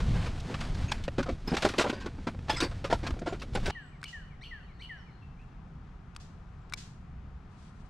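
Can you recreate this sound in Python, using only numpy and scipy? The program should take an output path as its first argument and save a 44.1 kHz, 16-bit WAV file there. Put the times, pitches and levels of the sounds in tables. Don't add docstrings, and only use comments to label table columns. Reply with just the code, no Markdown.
import sys
import numpy as np
from scipy import signal
from scipy.fft import rfft, irfft, next_fast_len
from scipy.io import wavfile
from scipy.ndimage import uniform_filter1d

SR = 44100
rng = np.random.default_rng(int(sys.argv[2]) if len(sys.argv) > 2 else 0)


def decibels_to_gain(level_db):
    exponent = np.asarray(level_db, float) / 20
    return 10 ** exponent


def master(y):
    cut = np.clip(np.atleast_2d(y).T, -1, 1)
    pcm = np.round(cut * 32767)
    wavfile.write(sys.argv[1], SR, pcm.astype(np.int16))


N = 348345

# [t/s, hull level/dB, gear level/dB, T60/s]
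FLOOR = [(.0024, -38, -40, 0.06), (.2613, -37, -42, 0.08), (.4872, -33.5, -49, 0.16),
         (.6501, -59, -49, 0.022), (1.0376, -58, -52, 0.1), (1.1824, -21, -35.5, 0.075),
         (1.2285, -46, -37.5, 0.039), (1.3086, -39, -54, 0.064), (1.475, -28.5, -40, 0.14),
         (1.5181, -22.5, -43, 0.059), (1.898, -26.5, -32, 0.043), (1.9613, -40, -49, 0.15),
         (2.005, -52, -45, .123), (2.0443, -38, -51, 0.22), (2.27, -28.5, -38, .07), (3.139, -41, -56, .03),
         (2.93, -28.5, -45, .06), (.52, -42, -54, .08), (.79, -41, -54, 0.074), (2.183, -40.5, -57, 0.063),
         (2.39, -40.5, -53, 0.021), (2.935, -26.5, -46, 0.052), (3.0302, -33.5, -43.5, 0.19),
         (3.1914, -59, -48, 0.012)]
# [t/s, hull level/dB, gear level/dB, T60/s]
HATCH = [(1.288, -27, -41.5, 0.061), (1.6885, -35.5, -35.5, 0.065), (1.7838, -21.5, -24.5, 0.083),
         (2.061, -32, -41.5, 0.049), (2.5284, -35, -46, 0.12), (2.603, -35, -31, 0.084),
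         (2.624, -23.5, -33.5, 0.11), (3.1066, -35, -41, 0.022), (3.1664, -39, -60, 0.065),
         (3.2171, -32, -49, 0.059), (3.2737, -28, -40.5, 0.052), (3.6574, -37, -34.5, 0.086)]
# [t/s, hull level/dB, gear level/dB, T60/s]
BOX = [(.8797, -66, -46.5, 0.46), (1.5362, -26.5, -36.5, 0.083), (1.648, -17, -27.5, 0.072),
       (1.9273, -31, -41.5, 0.094), (3.3242, -30.5, -44.5, 0.095), (3.5509, -28, -34.5, 0.068),
       (3.5745, -33.5, -45, 0.041), (3.6788, -29, -49, 0.043)]
# [t/s, hull level/dB, gear level/dB, T60/s]
SEAT = [(.5419, -45, -36, 0.046), (.7498, -57, -47, 0.023), (1.08, -26.5, -38.5, 0.026),
        (1.7379, -37, -38.5, 0.043), (1.8412, -27, -35.5, 0.07), (1.8636, -31, -38.5, 0.11),
        (2.5619, -47, -40, 0.17), (2.8423, -29, -35, 0.092), (3.4165, -42.5, -43, 0.07),
        (.15, -42, -44.5, 0.15), (.21, -52, -44.5, 0.14), (.81, -50, -53, 0.032), (1.7975, -30, -31, 0.043),
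        (2.347, -46, -54, 0.021), (3.635, -47, -51, .06)]
# [t/s, hull level/dB, gear level/dB, T60/s]
LOCKER = [(.611, -51, -39.5, 0.039), (1.26, -36, -50.5, 0.095), (1.623, -32, -32, 0.081),
          (1.8086, -24.5, -30, 0.083), (2.7132, -44.5, -50, 0.058), (2.9267, -18.5, -32.5, 0.052),
          (3.0655, -38.5, -40, 0.062), (2.2705, -32, -50, 0.06), (3.26, -33.5, -44.5, 0.16)]
# [t/s, hull level/dB, gear level/dB, T60/s]
RAIL = [(.9168, -34, -29.5, 0.034), (1.5673, -33, -30.5, 0.061), (2.483, -38, -45, 0.087),
        (2.4954, -22, -30.5, 0.08), (2.9003, -29, -40, 0.12), (3.6994, -33, -37, 0.051)]
# [f/Hz, level/dB per Hz]
CRACK = [(2120, -3), (3600, 0), (4580, -3), (7100, -12), (8130, -13.5), (12900, -33.5), (15700, -43)]
# [f/Hz, width/Hz, level/dB]
DECK_MODES = [(1083, 51, 7), (1417, 55, 9), (2176, 110, -2), (2280, 35, -1.5), (2640, 480, -3),
              (3000, 63, -32), (3180, 37, -14)]
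# [t/s, level/dB, centre f/Hz, T60/s]
EDGES = [(0.4004, -38.5, 3810, 0.04), (0.605, -36, 4050, 0.038), (0.7462, -39.5, 4450, 0.05),
         (0.9158, -25.5, 3700, 0.041), (1.037, -34, 3180, 0.067), (1.2044, -44, 3850, 0.058),
         (1.2314, -38, 3360, 0.043), (1.311, -44, 3900, 0.057), (1.548, -33, 4160, 0.034),
         (1.57, -33, 3150, 0.042), (1.6215, -26.5, 3260, 0.05), (1.6488, -24, 3460, 0.036),
         (1.6884, -29, 3650, 0.05), (1.7144, -40, 4050, 0.05), (1.7816, -20.5, 3060, 0.058),
         (1.7966, -27.5, 5940, 0.05), (1.8187, -24.5, 3410, 0.035), (1.8844, -39, 3250, 0.05),
         (1.896, -31.5, 3190, 0.036), (2.0014, -45, 3430, 0.05), (2.0604, -39.5, 3520, 0.039),
         (2.3444, -65, 3210, 0.045), (2.497, -27, 3300, 0.059), (2.5114, -32, 3380, 0.05),
         (2.5267, -32, 3410, 0.05), (2.5447, -33.5, 3380, 0.05), (2.5686, -32.5, 5000, 0.05),
         (2.604, -22, 4060, 0.05), (2.6294, -35, 4590, 0.045), (2.645, -35, 4570, 0.027),
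         (2.8429, -39.5, 3560, 0.05), (2.909, -33, 3660, 0.07), (2.9444, -38, 3770, 0.056),
         (3.0674, -30.5, 3410, 0.05), (3.0844, -44, 3310, 0.055), (3.191, -44.5, 5500, 0.041),
         (3.273, -46, 3400, 0.05), (3.397, -42, 3500, 0.079), (3.4186, -51, 6980, 0.06),
         (3.419, -36.5, 3300, 0.063), (3.5344, -47, 3700, 0.075), (3.5521, -31, 3160, 0.05),
         (3.599, -44, 3190, 0.05), (3.6394, -45, 3080, 0.039), (3.6582, -30.5, 3840, 0.05),
         (3.674, -40, 5060, 0.05)]
# [t/s, f/Hz, level/dB, T60/s]
TINKS = [(0.884, 2600, -43.5, 0.038), (.88, 6500, -51, 0.12), (1.474, 5100, -38, 0.038),
         (1.473, 11940, -58, 0.027), (1.505, 5050, -44, 0.027), (1.5, 8900, -66, .14),
         (1.9, 4600, -62, 0.051), (1.931, 4770, -57, 0.14), (2.5, 5130, -36.5, 0.049),
         (2.5, 3360, -38, 0.14), (2.56, 5060, -38.5, 0.15), (2.564, 8020, -50, 0.21),
         (2.56, 2130, -38, 0.038), (2.605, 3640, -51, 0.017), (2.61, 4600, -35.5, 0.09),
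         (2.63, 11180, -65, 0.047), (2.65, 7870, -67, 0.073), (2.69, 9000, -74, 0.124),
         (3.285, 7070, -59, 0.079), (3.418, 2655, -47, 0.025), (3.545, 7340, -54, 0.036),
         (3.549, 9466, -48, 0.015), (3.66, 11200, -63, 0.036), (.918, 15000, -73, .05),
         (2.51, 11860, -62, .05), (2.628, 4590, -38, 0.064), (2.535, 3400, -43, .05),
         (2.602, 3910, -38, .035), (2.605, 8800, -48, 0.085), (2.605, 11200, -61, .12),
         (2.61, 15100, -77, .11), (2.63, 5300, -45, 0.047), (2.64, 13000, -70, .06),
         (3.59, 14100, -80, .05), (3.66, 15700, -68, .08), (3.66, 8400, -55, .04)]
# [t/s, level/dB]
STIR = [(0.0, -42.5), (.1, -44), (.31, -48.5), (.8, -46.5), (1.06, -55), (1.3, -55), (1.44, -55),
        (1.52, -48), (1.68, -41), (1.75, -48.5), (1.78, -45), (2.01, -60.5), (2.23, -57.5), (2.8, -53),
        (3.09, -54.5), (3.47, -59.5), (3.66, -47), (3.72, -44)]
# [f/Hz, level/dB per Hz]
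RUSTLE = [(150, -38), (250, -5), (666, -14), (919, -18.5), (1500, -20), (2450, -24), (4730, -29.5),
          (8700, -40), (12600, -56), (14200, -78)]
# [t/s, level/dB]
GUST = [(0.0, -30.5), (.1, -24), (.31, -35.5), (.8, -33.5), (1.06, -38.5), (1.9, -45.5), (2.23, -40),
        (3.09, -37.5), (3.47, -41), (3.66, -32.5), (3.72, -39)]
# [f/Hz, level/dB per Hz]
STERN_WIND = [(8.8, -40), (15, 4), (32, 4), (146, -3), (291, -22), (373, -22.5), (425, -27), (500, -24),
              (650, -44), (1100, -120)]
# [t/s, level/dB, f/Hz]
SHOVES = [(0.099, -21.5, 86.1), (0.139, -26, 51.1), (0.174, -25, 94.2), (0.19, -18, 94.2),
          (0.289, -33, 59.2), (0.548, -23, 111), (0.62, -33, 72), (0.699, -26, 87), (0.772, -33, 56),
          (0.825, -24.5, 53.8), (0.844, -21, 111), (0.969, -29.5, 69.6), (1.328, -25, 68), (2.199, -31, 75),
          (2.388, -31, 84), (2.769, -30.5, 107), (3.12, -20.5, 59.2), (3.522, -25.5, 80), (3.627, -36, 110),
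          (3.644, -29, 56.5)]
# [f/Hz, side minus mid level/dB]
STERN_SIDE = [(60, -86), (110, -75), (200, -68.5), (380, -49.5), (700, -43), (1290, -43.5), (2380, -39.5),
              (4400, -31), (8120, -23), (15000, 1)]
# [t/s, start f/Hz, level/dB]
SLURS = [(3.748, 2005, -42.5), (4.126, 1983, -42.5), (4.508, 2100, -43), (4.89, 2140, -42)]
# [t after slur/s, length/s, start f/Hz, end f/Hz, level/dB]
RISES = [(-.097, 0.0236, 1740, 2400, -56.5)]
# [t after slur/s, length/s, start f/Hz, end f/Hz, level/dB]
BUZZ = [(-.072, 0.018, 3050, 3000, -49), (-.058, 0.0318, 2800, 2977, -52),
        (-0.084, 0.045, 4250, 4300, -62.5), (-0.1, .055, 5700, 5950, -74.5),
        (-0.097, 0.053, 8200, 8500, -78), (-0.087, 0.063, 4800, 4700, -74)]
# [t after slur/s, length/s, start f/Hz, end f/Hz, level/dB]
PLAIN = [(-.08, .013, 2140, 2530, -52), (.172, .055, 2500, 1950, -65)]
OVERTONES_DB = [0, -4, -24]
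# [t/s, length/s, start f/Hz, end f/Hz, level/dB]
FAR = [(3.808, 0.095, 7786, 7850, -79), (4.576, 0.073, 2600, 2890, -69), (4.66, 0.083, 3695, 4370, -78),
       (4.732, 0.086, 4400, 4270, -76), (4.97, 0.055, 5900, 5080, -76), (5.08, 0.13, 4120, 4270, -77),
       (5.211, 0.042, 2690, 2670, -66), (5.37, 0.073, 2300, 2830, -69), (6.605, 0.046, 7560, 7300, -89)]
# [t/s, snap peak level/dB, housing level/dB, housing f/Hz, left minus right level/dB]
REEL = [
    (4.0147, -60, -59, 1332, -12),
    (4.029, -48, -37, 1530, 1),
    (4.04, -36.5, -40, 2280, 4),
    (5.4144, -73.5, -67, 1560, -1.5),
    (6.1625, -41, -44, 1150, 4),
    (6.6966, -59, -71, 1380, 6),
    (6.723, -46, -38, 1490, 2.5),
    (6.7359, -31, -32, 2300, 5.5),
    (6.149, -60, -68, 2000, 3),
]
# [f/Hz, level/dB per Hz]
REEL_TONE = [(1470, -52), (2500, 5.5), (2980, -1.5), (3910, 4), (5830, 0.5), (8900, -1.5), (14500, -24),
             (15700, -25)]
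# [t/s, level/dB]
JACKET = [(7.5, -81), (7.622, -66.5), (7.899, -77.5)]
# [t/s, level/dB]
BOW_GUST = [(3.7, -49), (4.69, -48), (7.85, -46), (7.9, -51)]
# [f/Hz, level/dB per Hz]
BOW_WIND = [(8.8, -41), (15, -6), (38, 0.5), (76, -1.5), (97, -6), (166, -4.5), (353, -33.5), (400, -35.5),
            (520, -64), (880, -120)]
# [f/Hz, level/dB per Hz]
LAKE = [(150, -29), (250, -4), (320, -11), (390, -8.5), (591, -16), (757, -8.5), (809, -12.5),
        (1260, -10.5), (1920, -19.5), (3950, -30), (6490, -36), (13000, -56.5)]
# [f/Hz, likeness/0-1]
ALIKE = [(60, 0.97), (130, 0.98), (290, 0.8), (640, 0.456), (1410, 0.26), (3100, 0.37), (6820, 0.12),
         (15000, 0.12)]
# [f/Hz, left minus right level/dB]
LEAN = [(60, 0), (380, 0.5), (700, 6.5), (1290, 5.5), (2380, 7.5), (4400, 3), (8120, 1.0), (15000, -4)]


def read(table, hz):
    f, v = np.transpose(table)
    return np.interp(np.log(hz + 1), np.log(f + 1), v)


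def unit(x):
    return x / np.sqrt(np.mean(x ** 2))


def track(table):
    s, db = np.transpose(table)
    return np.interp(np.arange(N) / SR, s, db, -120, -120)


def colour(x, table):
    size = next_fast_len(x.shape[-1] + 1024)
    gain = decibels_to_gain(read(table, np.arange(size // 2 + 1) * SR / size))
    return irfft(rfft(x, size) * gain, size)[..., :x.shape[-1]]


def ring(x, hz, t60):
    pole = np.exp(2j * np.pi * hz / SR - np.log(1000) / (t60 * SR))
    return signal.lfilter([1 - abs(pole)], [1, -pole], x).imag


def add(out, x, s):
    i = int(s * SR)
    out[..., i:i + x.shape[-1]] += x[..., :N - i]


def peak(x, db):
    return x * decibels_to_gain(db) / np.sqrt(uniform_filter1d(x ** 2, 176).max())


def walk(rate_hz):
    k = int(SR / rate_hz)
    held = np.repeat(rng.standard_normal(N // k + 1), k)
    return uniform_filter1d(uniform_filter1d(held, k), k)[:N]


def pan(x, db):
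    return x * decibels_to_gain(np.array([[db], [-db]]) / 2)


def burst(t60, rise_s, rattle_db, strike=0):
    t = np.arange(6400) / SR
    grains = decibels_to_gain(rattle_db * np.repeat(rng.standard_normal(100), 64))
    contact = strike * np.exp(-((t - .0012) / .00008) ** 2)
    envelope = (1 - np.exp(-t / rise_s)) * decibels_to_gain(-60 * (t / max(t60, .005)) ** 1.404)
    return envelope * grains * rng.standard_normal(len(t)) + contact


def knock(thud_db, clatter_db, t60, hollow_hz, crack_db):
    length = int(t60 * SR) + 1500
    blow = burst(t60 * 0.929, 0.027 * t60, 5.06, strike=1.3)[:length]
    clatter = burst(t60 * 1.07, 0.027 * t60, 3.8, strike=.8)[:length]
    scuff = burst(t60 * 1.08, 0.027 * t60, 1.6)[:length]
    scuff = colour(colour(scuff, CRACK), [(6000, 0), (15000, 0.24 * (crack_db + 16.0))])

    spread = 1 + 0.063 * rng.standard_normal(16)
    hull_modes = [(1.05, 1.0), (0.574, 0.12), (1.503, 0.52), (1.97, 0.58)]
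    thud = sum(gain * ring(blow, hollow_hz * ratio * detune, 0.03)
               for (ratio, gain), detune in zip(hull_modes, [1, *spread]))
    lids = sum((-1) ** k * decibels_to_gain(db) * ring(clatter, hz * spread[4 + k], 3.1 / max(width_hz, 180))
               for k, (hz, width_hz, db) in enumerate(DECK_MODES))

    low_scrape = colour(blow, [(120, -31.5), (250, -1.5), (900, -0.5), (1400, -73.0), (4000, -86.0)])
    high_scrape = colour(clatter, [(600, -58), (1000, 3), (3200, -5.5), (4200, -38.5), (9000, -79)])
    thud = unit(thud) + 0.56 * unit(low_scrape)
    lids = unit(lids) + 0.52 * unit(high_scrape)
    body = peak(thud, thud_db + 0.038) + peak(lids, clatter_db + 0.034)
    body = colour(body, [(4000, 0.0), (9000, -26)])
    crack = peak(scuff, crack_db + 0.25 * min(crack_db + 46, 0))
    return (body + crack) * np.minimum(np.arange(len(body)) / 24, 1)


def knocks():
    out = np.zeros(N)
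    # blows, hollow note f/Hz, crack above gear/dB
    places = [(FLOOR, 260, -4), (HATCH, 337, -5), (BOX, 394, -4),
              (SEAT, 542, -5.5), (LOCKER, 674, -1.9), (RAIL, 848, -2.1)]
    for blows, hollow_hz, crack_db in places:
        for s, thud_db, clatter_db, t60 in blows:
            add(out, knock(thud_db, clatter_db, t60, hollow_hz, clatter_db + crack_db), s - .001)
    well_t60_s, well_db = 0.29, -6.5
    t = np.arange(int(.2 * SR)) / SR
    well = rng.standard_normal(len(t)) * decibels_to_gain(-60 * t / well_t60_s)
    well = colour(well, [(300, -20.5), (1500, -12.5), (5000, 1.0), (10000, 27.0)])
    return out + decibels_to_gain(well_db) * signal.fftconvolve(out, well / np.sqrt(np.sum(well ** 2)))[:N]


def edges():
    out = np.zeros(N)
    for s, db, hz, t60 in EDGES:
        tone = [(hz * .3, -24), (hz * 0.94, 0.1), (hz * 1.49, -6), (12000, -28), (16000, -48)]
        snap = colour(burst(t60, rise_s=0.0019, rattle_db=3.0, strike=0.64)[:3000], tone)
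        add(out, peak(snap, db - 9.5), s - .001)
    return out


def tinks():
    out = np.zeros(N)
    for s, hz, db, t60 in TINKS:
        t = np.arange(int(SR * (t60 + .01))) / SR
        shake = np.interp(t * 310, np.arange(100), rng.standard_normal(100))
        fade = (1 - np.exp(-t / .0035)) * decibels_to_gain(-48 * (t / t60) ** 1.66 + 4.6 * shake)
        add(out, peak(fade * np.sin(2 * np.pi * hz * t + 1.25 * shake), db), s)
    return out


def cloth_and_carpet(stir_db):
    ticks = (rng.random(N) < 110 / SR) * decibels_to_gain(2.6 * rng.exponential(size=N))
    ticks = signal.lfilter([1], [1, -np.exp(-1 / (0.0047 * SR))], ticks)
    grains = decibels_to_gain(2.3 * walk(27.95) + 0.56 * walk(300))
    rustle = colour(rng.standard_normal(N) * (grains + 0.15 * ticks), RUSTLE)
    bright = colour(rustle, [(1800, -46), (3000, 6.5)])
    body = colour(rustle - bright, [(400, -29.5), (650, -7)])
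    bright_db = -51.5 + 1.05 * (stir_db + 51)
    return unit(body) * decibels_to_gain(stir_db - 1.5) + unit(bright) * decibels_to_gain(bright_db - 1.5)


def buffet(stir_db, gust_db):
    db = -49 + 0.35 * (stir_db + 51.0) + 0.086 * (gust_db + 41.5)
    noise = rng.standard_normal(N) * decibels_to_gain(6.3 * walk(24.96))
    thump = colour(noise, [(150, 0.0), (220, 12.0), (500, -8.5), (800, -30.5), (2000, -90)])
    return unit(thump) * decibels_to_gain(db - 1.5)


def shoves():
    out = np.zeros(N)
    for s, db, hz in SHOVES:
        turns = np.arange(int(1.25 * SR / hz)) * hz / SR
        add(out, decibels_to_gain(db - 1.4) * np.sin(2 * np.pi * turns) * np.hanning(len(turns)) ** .6, s - .003)
    return out


def air(table, flicker_db, flicker_hz, channels=2):
    size = next_fast_len(N)
    hz = np.arange(size // 2 + 1) * SR / size
    share = np.clip(read(ALIKE, hz), 0, 1) ** .5
    one, other = rfft(rng.standard_normal((2, size)))
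    lean = decibels_to_gain(read(LEAN, hz) / 2)
    left = one * lean
    right = (share * one + np.sqrt(1 - share ** 2) * other) / lean
    both = decibels_to_gain(read(table, hz)) * np.array([left, right])[:channels]
    octave, out = np.log2(hz + 1), 0
    for centre in np.arange(np.log2(table[1][0]), np.log2(table[-2][0]) + 1):
        band = np.cos(np.pi / 2 * np.clip(octave - centre, -1, 1)) ** 2
        out = out + irfft(both * band, size)[:, :N] * decibels_to_gain(flicker_db * walk(flicker_hz))
    return unit(out)


def stern():
    gust_db, stir_db = track(GUST), track(STIR)
    wind = air(STERN_WIND, flicker_db=2.0, flicker_hz=12, channels=1)[0] * decibels_to_gain(gust_db)
    deck = knocks() + edges() + tinks() + cloth_and_carpet(stir_db)
    mid = deck + wind + buffet(stir_db, gust_db) + shoves()
    scatter = rng.standard_normal(128) / np.sqrt(128)
    side = colour(np.convolve(mid, scatter, "same"), STERN_SIDE)
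    return np.array([mid + side, mid - side])


def whistle(hz, db, overtones_db=(0,)):
    phase = 2 * np.pi * np.cumsum(hz) / SR
    tones = sum(decibels_to_gain(g) * np.sin((k + 1) * phase) for k, g in enumerate(overtones_db))
    return np.sqrt(2) * decibels_to_gain(db) * tones


def note(length_s, hz0, hz1, db, throb, overtones_db=(0,)):
    t = np.arange(int(length_s * SR)) / SR
    pulse = np.cos(2 * np.pi * 120 * t + np.cumsum(0.11 * rng.standard_normal(len(t))))
    waver = 1 + 0.28 * throb * uniform_filter1d(rng.standard_normal(len(t)), size=60)
    tone = whistle(np.linspace(hz0, hz1, len(t)) * waver, db, overtones_db)
    return tone * (1 - np.clip(throb, 0, 1) * pulse) * np.sin(np.pi * t / length_s) ** 0.47


def songbird():
    out = np.zeros(N)
    knee_s, knee_hz, sag_hz_per_s, slur_s = .024, 1834, 4200, 0.13
    t = np.arange(0, slur_s, 1 / SR)
    turns_s = [0, knee_s, slur_s]
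    for s, start_hz, db in SLURS:
        hz = np.interp(t, turns_s, [start_hz, knee_hz, knee_hz - sag_hz_per_s * (slur_s - knee_s)])
        swell_db = np.interp(t, turns_s, [-5, 0, -27.5])
        add(out, whistle(hz, db + swell_db) * signal.windows.tukey(len(t), .1), s)
        for at, *shape in RISES:
            add(out, note(*shape, 0, OVERTONES_DB) * decibels_to_gain(0.94 * rng.standard_normal()), s + at)
        for at, *shape in PLAIN:
            add(out, note(*shape, throb=0), s + at)
        for at, *shape in BUZZ:
            add(out, note(*shape, throb=0.84) * decibels_to_gain(0.54 * rng.standard_normal()), s + at)
    return out


def far_birds():
    out = np.zeros(N)
    for s, *shape in FAR:
        call = note(*shape, throb=.33)
        leaves = 1 + uniform_filter1d(rng.standard_normal(len(call)), size=200) * 7
        add(out, call * leaves, s)
    return out


def trees(x, gap_s, t60, db, tone):
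    t = np.arange(int(.6 * SR)) / SR - gap_s
    envelope = (t > 0) * (1 - np.exp(-abs(t) / 0.0033)) * decibels_to_gain(-60 * abs(t) / t60)
    leaves = colour(rng.standard_normal((2, len(t))) * envelope, tone)
    leaves = leaves / np.sqrt(np.sum(leaves ** 2) / 2)
    return decibels_to_gain(db) * signal.fftconvolve(x[None], leaves, axes=1)[:, :N]


def reel():
    out, snaps = np.zeros((2, N)), np.zeros(N)
    snap_t60_s, housing_t60_s = .012, .024
    for s, snap_db, low_db, hz, pan_db in REEL:
        blow = burst(.014, rise_s=.0015, rattle_db=2, strike=2)[:3000]
        housing = ring(blow, hz, housing_t60_s)
        housing = housing + 0.46 * ring(blow, 1320, 0.012) + 0.23 * ring(blow, 1920, 0.0022)
        housing = colour(housing, [(600, -29.5), (1100, -15.0), (3000, -6.5), (8000, -47.0)])
        snap = unit(colour(blow, REEL_TONE))
        snap = snap + 0.13 * unit(ring(blow, 3970, snap_t60_s)) + .2 * unit(ring(blow, 5500, snap_t60_s))
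        add(out, pan(peak(snap, snap_db + 0.09) + peak(housing, low_db + 0.12), pan_db), s)
        snaps[int(s * SR)] += decibels_to_gain(snap_db + 23.0)
    tone = [(700, -27), (1500, -3.0), (4500, 2.5), (7000, -0.5), (10000, -13.5), (14000, -31.0), (15200, -60)]
    return out + trees(snaps, gap_s=0.036, t60=0.43, db=-8, tone=tone)


def jacket():
    cloth = rng.standard_normal((2, N)) * decibels_to_gain(4.6 * walk(45))
    tone = [(1500, -4.0), (3500, 2.5), (6000, -2), (9000, -6), (12000, -26.5), (15000, -52)]
    return unit(colour(cloth, tone)) * decibels_to_gain(track(JACKET))


def bow():
    song = songbird() + far_birds()
    echo_tone = [(1500, -5.5), (3000, 6.0), (4300, 5.5), (5800, 7.5), (9000, 7.5)]
    echo = trees(song, gap_s=0.0018, t60=0.75, db=-0.42, tone=echo_tone)
    wind = air(BOW_WIND, flicker_db=-2.0, flicker_hz=6) * decibels_to_gain(track(BOW_GUST))
    lake = air(LAKE + [(14500, -95)], flicker_db=.8, flicker_hz=14) * decibels_to_gain(-60)
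    return pan(song, 1.5) + echo + reel() + jacket() + wind + lake


def scene():
    change_s, fade_s = 3.708, 0.0041
    after = np.clip((np.arange(N) / SR - change_s) / fade_s, 0, 1)
    return stern() * (1 - after) + bow() * after


def roll_off(x):
    return signal.sosfilt(signal.butter(12, 15880, fs=SR, output="sos"), x)


def record(dry):
    mix = colour(dry, [(15700, 0), (15900, -60)])
    return roll_off(mix)


dry = scene()
out = record(dry)
master(out)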